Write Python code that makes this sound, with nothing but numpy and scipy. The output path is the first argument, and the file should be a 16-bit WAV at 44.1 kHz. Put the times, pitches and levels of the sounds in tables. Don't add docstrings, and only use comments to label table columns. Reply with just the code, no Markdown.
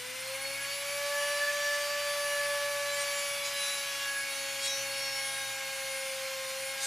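import sys
import numpy as np
from scipy import signal
from scipy.fft import rfft, irfft
from scipy.io import wavfile
from scipy.ndimage import uniform_filter1d

SR = 44100
rng = np.random.default_rng(int(sys.argv[2]) if len(sys.argv) > 2 else 0)


def store_wav(level_fs):
    pcm = np.round(np.clip(np.atleast_2d(level_fs), -1, 1) * 32767)
    wavfile.write(sys.argv[1], SR, pcm.T.astype(np.int16))


N = 302526
TIME = np.arange(N) / SR
FREQS = np.fft.rfftfreq(N, 1 / SR)


def amp(db):
    return 10 ** (np.asarray(db) / 20)


def unit(x):
    return x / np.sqrt(np.mean(x ** 2) + 1e-20)


def curve(rows):
    return np.interp(TIME, *np.transpose(rows))


def read(points, hz):
    f, value = np.transpose(points)
    return np.interp(np.log(hz + 1), np.log(f + 1), value)


def colour(x, db):
    return unit(irfft(rfft(x) * amp(db), N))


def wander(rate_hz):
    t = np.linspace(0, N / SR, 8192)
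    rolloff = 1 + (np.fft.rfftfreq(len(t), t[1]) / rate_hz) ** 4
    slow = irfft(rfft(rng.standard_normal(len(t))) / rolloff)
    return np.interp(TIME, t, unit(slow))


def swell(start_s, length_s):
    return .5 ** ((2 * (TIME - start_s) / length_s) ** 2)


def sine(turns):
    return np.sqrt(2) * np.sin(2 * np.pi * (turns + rng.random()))


def strokes(turns, sharpness):
    return unit(np.exp(sharpness * np.cos(2 * np.pi * turns)))


def resonance_db(modes, hz):
    return sum(db / (1 + (2 * (hz - centre) / width) ** 2) for centre, width, db in modes)


# (frequency [Hz], relative level [dB])
ROOM_COLOUR = [(20, -16), (50, -1.5), (100, -0.5), (190, 2), (320, -9), (600, -16), (3000, -53)]


def room(level_db=-69, hum_db=-68.5, swell_db=2.6, swell_period_s=2.45, first_swell_s=0.29, waver_db=1.5):
    slow_db = swell_db * np.cos(2 * np.pi * (TIME - first_swell_s) / swell_period_s)
    hum = sine(120 * TIME) * amp(hum_db + slow_db + waver_db * wander(4))
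    noise = colour(rng.standard_normal(N), read(ROOM_COLOUR, FREQS))
    return amp(level_db) * noise + hum


def walls(x, level_db=-13, t60_s=0.19, above_hz=1900):
    tail = rng.standard_normal(N) * amp(-60 * np.minimum(TIME / t60_s, 2))
    treble = FREQS ** 8 / (FREQS ** 8 + above_hz ** 8)
    response = rfft(tail / np.linalg.norm(tail)) * treble
    return irfft(rfft(x) * (1 + amp(level_db) * response), N)


# (frequency [Hz], width [Hz], gain [dB])
STANDING_WAVES = [(255.5, 14.4, 12), (275.7, 15.5, 13), (534.5, 12.5, 9.5), (541.5, 3.6, -4),
                  (548, 4.8, 6.0), (555, 7, -3.5), (575.9, 22, 16), (813.2, 28.5, 12.5), (862, 13.4, 9),
                  (1063, 6.6, 8), (1085, 10, 5), (1116, 6.0, 7), (1151.6, 35, 13.3), (1627, 32.6, 8.3),
                  (1667, 12, 13), (1706, 7.1, -7.5), (1727, 33, 13.0), (2153, 20, 7.5), (2175, 12, 9.5),
                  (2212.4, 18, 10.5), (2277, 58, 8.5), (4240, 22, 7), (4381, 100, 9), (4556, 32, 8),
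                  (4628.8, 29, 9.5), (9779.3, 34, 4.4), (9892.5, 43, -1.5), (10360, 49.9, -3)]


def standing_wave_db(hz):
    return resonance_db(STANDING_WAVES, hz)


# (frequency [Hz], width [Hz], gain [dB])
HOUSING = [(663, 19, 8.5), (834, 75, 2.5), (988, 36, 6), (1354, 53, 5.5), (1496, 29, 8), (1666, 105, 3),
           (2000, 76, 2.5), (2160, 16, 4), (2340, 26, 3.5), (2440, 36, 6), (2820, 64, 3)]


def housing_db():
    return resonance_db(HOUSING, FREQS)


# (time [s], speed [turns/s])
SHAFT_SPEED = [(0.0, 247.2), (0.17, 259.7), (0.44, 272.5), (0.77, 282.0), (1.04, 286.4), (1.25, 288.3),
               (1.48, 289.7), (2.01, 289.5), (2.94, 286.0), (3.47, 283.2), (4.15, 278.2), (4.33, 275.3),
               (4.91, 274.2), (5.25, 271.7), (5.92, 268.7), (6.49, 265.7), (6.78, 270.2), (6.85, 270.4)]


def shaft_speed():
    return curve(SHAFT_SPEED) * (1 + 0.00043 * wander(17.8))


# (time [s], level [dB])
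CUT = [(0.0, -50.5), (0.57, -47.5), (1.11, -42.5), (1.78, -41.5), (2.86, -43.5), (3.2, -41), (3.42, -44),
       (3.57, -43), (3.92, -42.5), (4.32, -44.5), (4.93, -43.5), (5.39, -44.5), (6.85, -46)]


def cutting(grab_db=3):
    return curve(CUT) + grab_db * sum(swell(s, length) for s, length, _ in GRABS)


# (frequency [Hz], relative level [dB])
AIR_COLOUR = [(100, -21.5), (330, -16), (480, -13), (800, -7), (1300, -2.5), (2400, 2), (3400, -1.5),
              (5500, -4.5), (8000, -6.5), (10300, -7), (11400, -11.5), (12300, -10), (13200, -8),
              (15000, -17.5)]


def air(turns, speed, level_db=-39.5, speed_power=2.8, ripple_db=3.0):
    hiss = rng.standard_normal(N) * strokes(2 * turns, sharpness=0.11)
    ripple = unit(uniform_filter1d(rng.standard_normal(len(FREQS)), size=400))
    colour_db = read(AIR_COLOUR, FREQS) + housing_db() + ripple_db * ripple * (FREQS > 2800)
    return amp(level_db) * (speed / speed.max()) ** speed_power * colour(hiss, colour_db)


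def rattle(turns, speed, level_db=-48.5, centre_hz=2300, width_hz=450, speed_power=3):
    cage_turns = turns * 3 / 7
    knocks = rng.standard_normal(N) * strokes(cage_turns, sharpness=0.48) * amp(2.4 * wander(15))
    band_db = -20 * np.log10(1 + (2 * (FREQS - centre_hz) / width_hz) ** 2)
    ringing = colour(knocks, band_db + 0.36 * housing_db())
    return amp(level_db) * (speed / speed.max()) ** speed_power * ringing


# (frequency [Hz], relative level [dB])
RASP_COLOUR = [(100, -34), (450, -18), (900, -11), (1600, -6.5), (2800, 2), (3500, -4), (5000, 4),
               (7000, 0), (9500, -12.5), (11500, -15), (15000, -15)]


def rasp(turns, cut_db, level_db=-3.0):
    chips = rng.standard_normal(N) * strokes(2 * turns, sharpness=0.24)
    chips *= strokes(4 * turns, sharpness=.3)
    chips *= amp(0.34 * wander(100))
    return amp(cut_db + level_db) * colour(chips, read(RASP_COLOUR, FREQS) + .5 * housing_db())


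# (time [s], length [s], multiple of the shaft speed, rms level [dB])
SQUEALS = [(0.72, .06, 16, -43), (0.738, 0.072, 10, -43.5), (1.194, 0.08, 20, -49), (1.264, .13, 10, -45),
           (1.65, 0.2, 20, -47.5), (2.318, 0.061, 10, -43), (2.906, 0.048, 14, -42), (2.94, .05, 26, -44),
           (3.02, .04, 30, -42), (3.18, 0.07, 26, -43), (3.363, 0.18, 12, -41), (3.46, .025, 24, -40.5),
           (3.52, 0.095, 18, -51), (3.68, 0.28, 14, -40.5), (3.8, 0.063, 20, -42), (4.053, 0.12, 10, -46.5),
           (4.46, .25, 24, -48), (4.669, 0.087, 12, -42), (4.715, 0.095, 14, -40), (4.728, .06, 22, -37.5),
           (4.798, 0.093, 22, -42), (4.733, .14, 20, -42), (5.084, 0.26, 20, -42), (5.402, 0.29, 14, -46)]


def squeals(turns, level_db=-1, rough=0.17):
    tones = sum(amp(db) * swell(s, length) * sine(order * turns) for s, length, order, db in SQUEALS)
    return amp(level_db) * tones * (1 + rough * wander(64))


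# (time [s], length [s], level [dB])
GRABS = [(3.003, 0.055, -40), (3.474, .05, -46), (3.655, 0.24, -54), (4.657, 0.065, -35),
         (6.844, 0.064, -34)]
# (frequency [Hz], relative level [dB])
CHATTER_COLOUR = [(400, -50), (1200, -20), (2200, -42), (3700, 5.5), (5000, -2.5), (6600, 2.5), (8800, 2.5),
                  (10500, -8), (15000, -21)]


def chatter(turns, slip=.012, noisy=0.79):
    blows = 2 * turns + slip * wander(83)
    ring = sum((.6 + wander(30)) * sine(k * blows) for k in range(3, 22))
    scrape = rng.standard_normal(N) * strokes(blows, sharpness=.4)
    grabs = sum(amp(db) * swell(s, length) for s, length, db in GRABS)
    return grabs * colour(unit(ring) + noisy * np.sqrt(2) * scrape, read(CHATTER_COLOUR, FREQS))


# (frequency [Hz], level re the cut [dB])
EVEN = [(2700, -9.5), (3400, -10), (4000, -11), (5100, -11.5), (5700, -11), (6300, -13), (7200, -11.5),
        (7900, -29.5), (8700, -14.5), (10700, -17.5), (11500, -24), (14500, -38)]
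# (frequency [Hz], level re the cut [dB])
ODD = [(1400, -23.5), (2000, -14), (3100, -11), (5400, -24.5), (7500, -28), (14000, -47)]


def buzz(turns, speed, cut_db, drift=0.53, rough=0.38, cage_depth=0.27, bite=0.12):
    out, cage_turns = np.zeros(N), turns * 3 / 7
    for order in range(1, 54):
        if order in TONES or order == WHISTLE_ORDER:
            continue
        level_db = read(ODD if order % 2 else EVEN, order * speed[::64])
        level = np.repeat(amp(level_db), 64)[:N]
        size = 1 + drift * wander(5.2) + rough * wander(22.5) + cage_depth * sine(cage_turns)
        out += level * unit(size) * sine(order * turns)
    return out * amp(cut_db + bite * (cut_db - np.median(cut_db)))


WHISTLE_ORDER = 36
# (delay [ms], gain [ratio])
WHISTLE_ECHOES = [(8.49, .62), (13.095, .33)]


def whistle(turns, speed, level_db=-46.5, speed_power=6, flutter=0.13):
    level = amp(level_db + standing_wave_db(WHISTLE_ORDER * speed)) * (speed / speed.max()) ** speed_power
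    tone = level * (1 + flutter * wander(31)) * sine(WHISTLE_ORDER * turns)
    echoes = sum(gain * np.exp(-2j * np.pi * FREQS * ms / 1000) for ms, gain in WHISTLE_ECHOES)
    return irfft(rfft(tone) * (1 + echoes), N)


TONES = {1: (-80, -0.47), 2: (-52.5, -0.19), 3: (-63.5, 1.0), 4: (-57.5, 0.72), 6: (-53.2, 1.1),
         8: (-53, .2), 16: (-54.5, .2)}
# (time [s], length [s], gain [dB])
HOWLS = [(1.21, 0.096, 4.5), (1.468, 0.16, 12.5), (1.69, 0.14, 9), (1.95, .08, 3), (2.387, 0.088, 5),
         (2.93, .08, 3), (3.15, .12, 3), (3.6, 0.1, 2), (4.06, .16, 4), (4.22, .08, 4)]
SKIPS = [1.095, 1.21, 1.395, 1.46, 1.525, 1.885, 2.005, 2.16]


def whine(turns, speed, cut_db, flutter=0.062, phase_drift=0.0074, skip_s=0.016):
    out, load_db = np.zeros(N), cut_db - np.median(cut_db)
    for order, (db, gain_with_load) in TONES.items():
        level_db = db + gain_with_load * load_db + standing_wave_db(order * speed)
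        shake = 1 + flutter * np.log2(order) ** 2 / 4 * wander(23) + 0.054 * wander(16)
        if order == 6:
            level_db += sum(howl_db * swell(s, length) for s, length, howl_db in HOWLS)
            shake *= np.prod([np.tanh((TIME - s) / skip_s) for s in SKIPS], axis=0)
        out += amp(level_db) * shake * sine(order * turns + phase_drift * wander(5.2))
    return out


def main_spread(speed, node_db=-1, narrowing=1.18):
    return amp(node_db - narrowing * standing_wave_db(2 * speed))


# (frequency [Hz], side re mid [dB])
WIDTH_DB = [(60, -15), (120, -12.5), (270, -16.5), (560, -20.5), (1200, -23.5), (2400, -15.5),
            (4400, -21.5), (8000, -13.5), (14000, -15)]
# (frequency [Hz], left minus right [dB])
BALANCE_DB = [(60, 4), (120, 4), (270, -0.3), (560, -2), (1200, 0), (2400, 0.5), (5000, -0.5), (8000, 0.7),
              (13000, 2)]


def microphones(tones, noise, echo, spread, scatter=0.223, lag_rad=0.41):
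    steps = rng.standard_normal(len(FREQS)) * np.minimum(FREQS / 8000, 1) ** 2
    shift = np.exp(1j * (np.pi / 2 + scatter * np.cumsum(steps)))
    main = 1 / (1 + ((FREQS - 540) / 90) ** 8)
    main_tone = irfft(main * rfft(tones), N)
    main_side = rfft(main_tone * spread) * np.exp(-1j * lag_rad)
    tone_side = shift * (1 - main) * rfft(tones)
    side = main_side + amp(read(WIDTH_DB, FREQS)) * (tone_side + rfft(echo))
    mid, lean = rfft(tones + noise), amp(read(BALANCE_DB, FREQS) / 2)
    return irfft(np.array([(mid + side) * lean, (mid - side) / lean]), N)


def scene():
    speed = shaft_speed()
    turns, cut_db = np.cumsum(speed) / SR, cutting()

    def noises():
        return room() + air(turns, speed) + rattle(turns, speed) + rasp(turns, cut_db)

    noise, echo = noises(), noises()
    tones = walls(whine(turns, speed, cut_db) + whistle(turns, speed))
    tones += buzz(turns, speed, cut_db) + squeals(turns) + chatter(turns)
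    return microphones(tones, noise, echo, main_spread(speed))


def record(dry, edge_hz=15050):
    low_pass = signal.firwin(511, edge_hz, window=("kaiser", 9), fs=SR)
    return signal.oaconvolve(dry, low_pass[None], "same")


dry = scene()
out = record(dry)
store_wav(out)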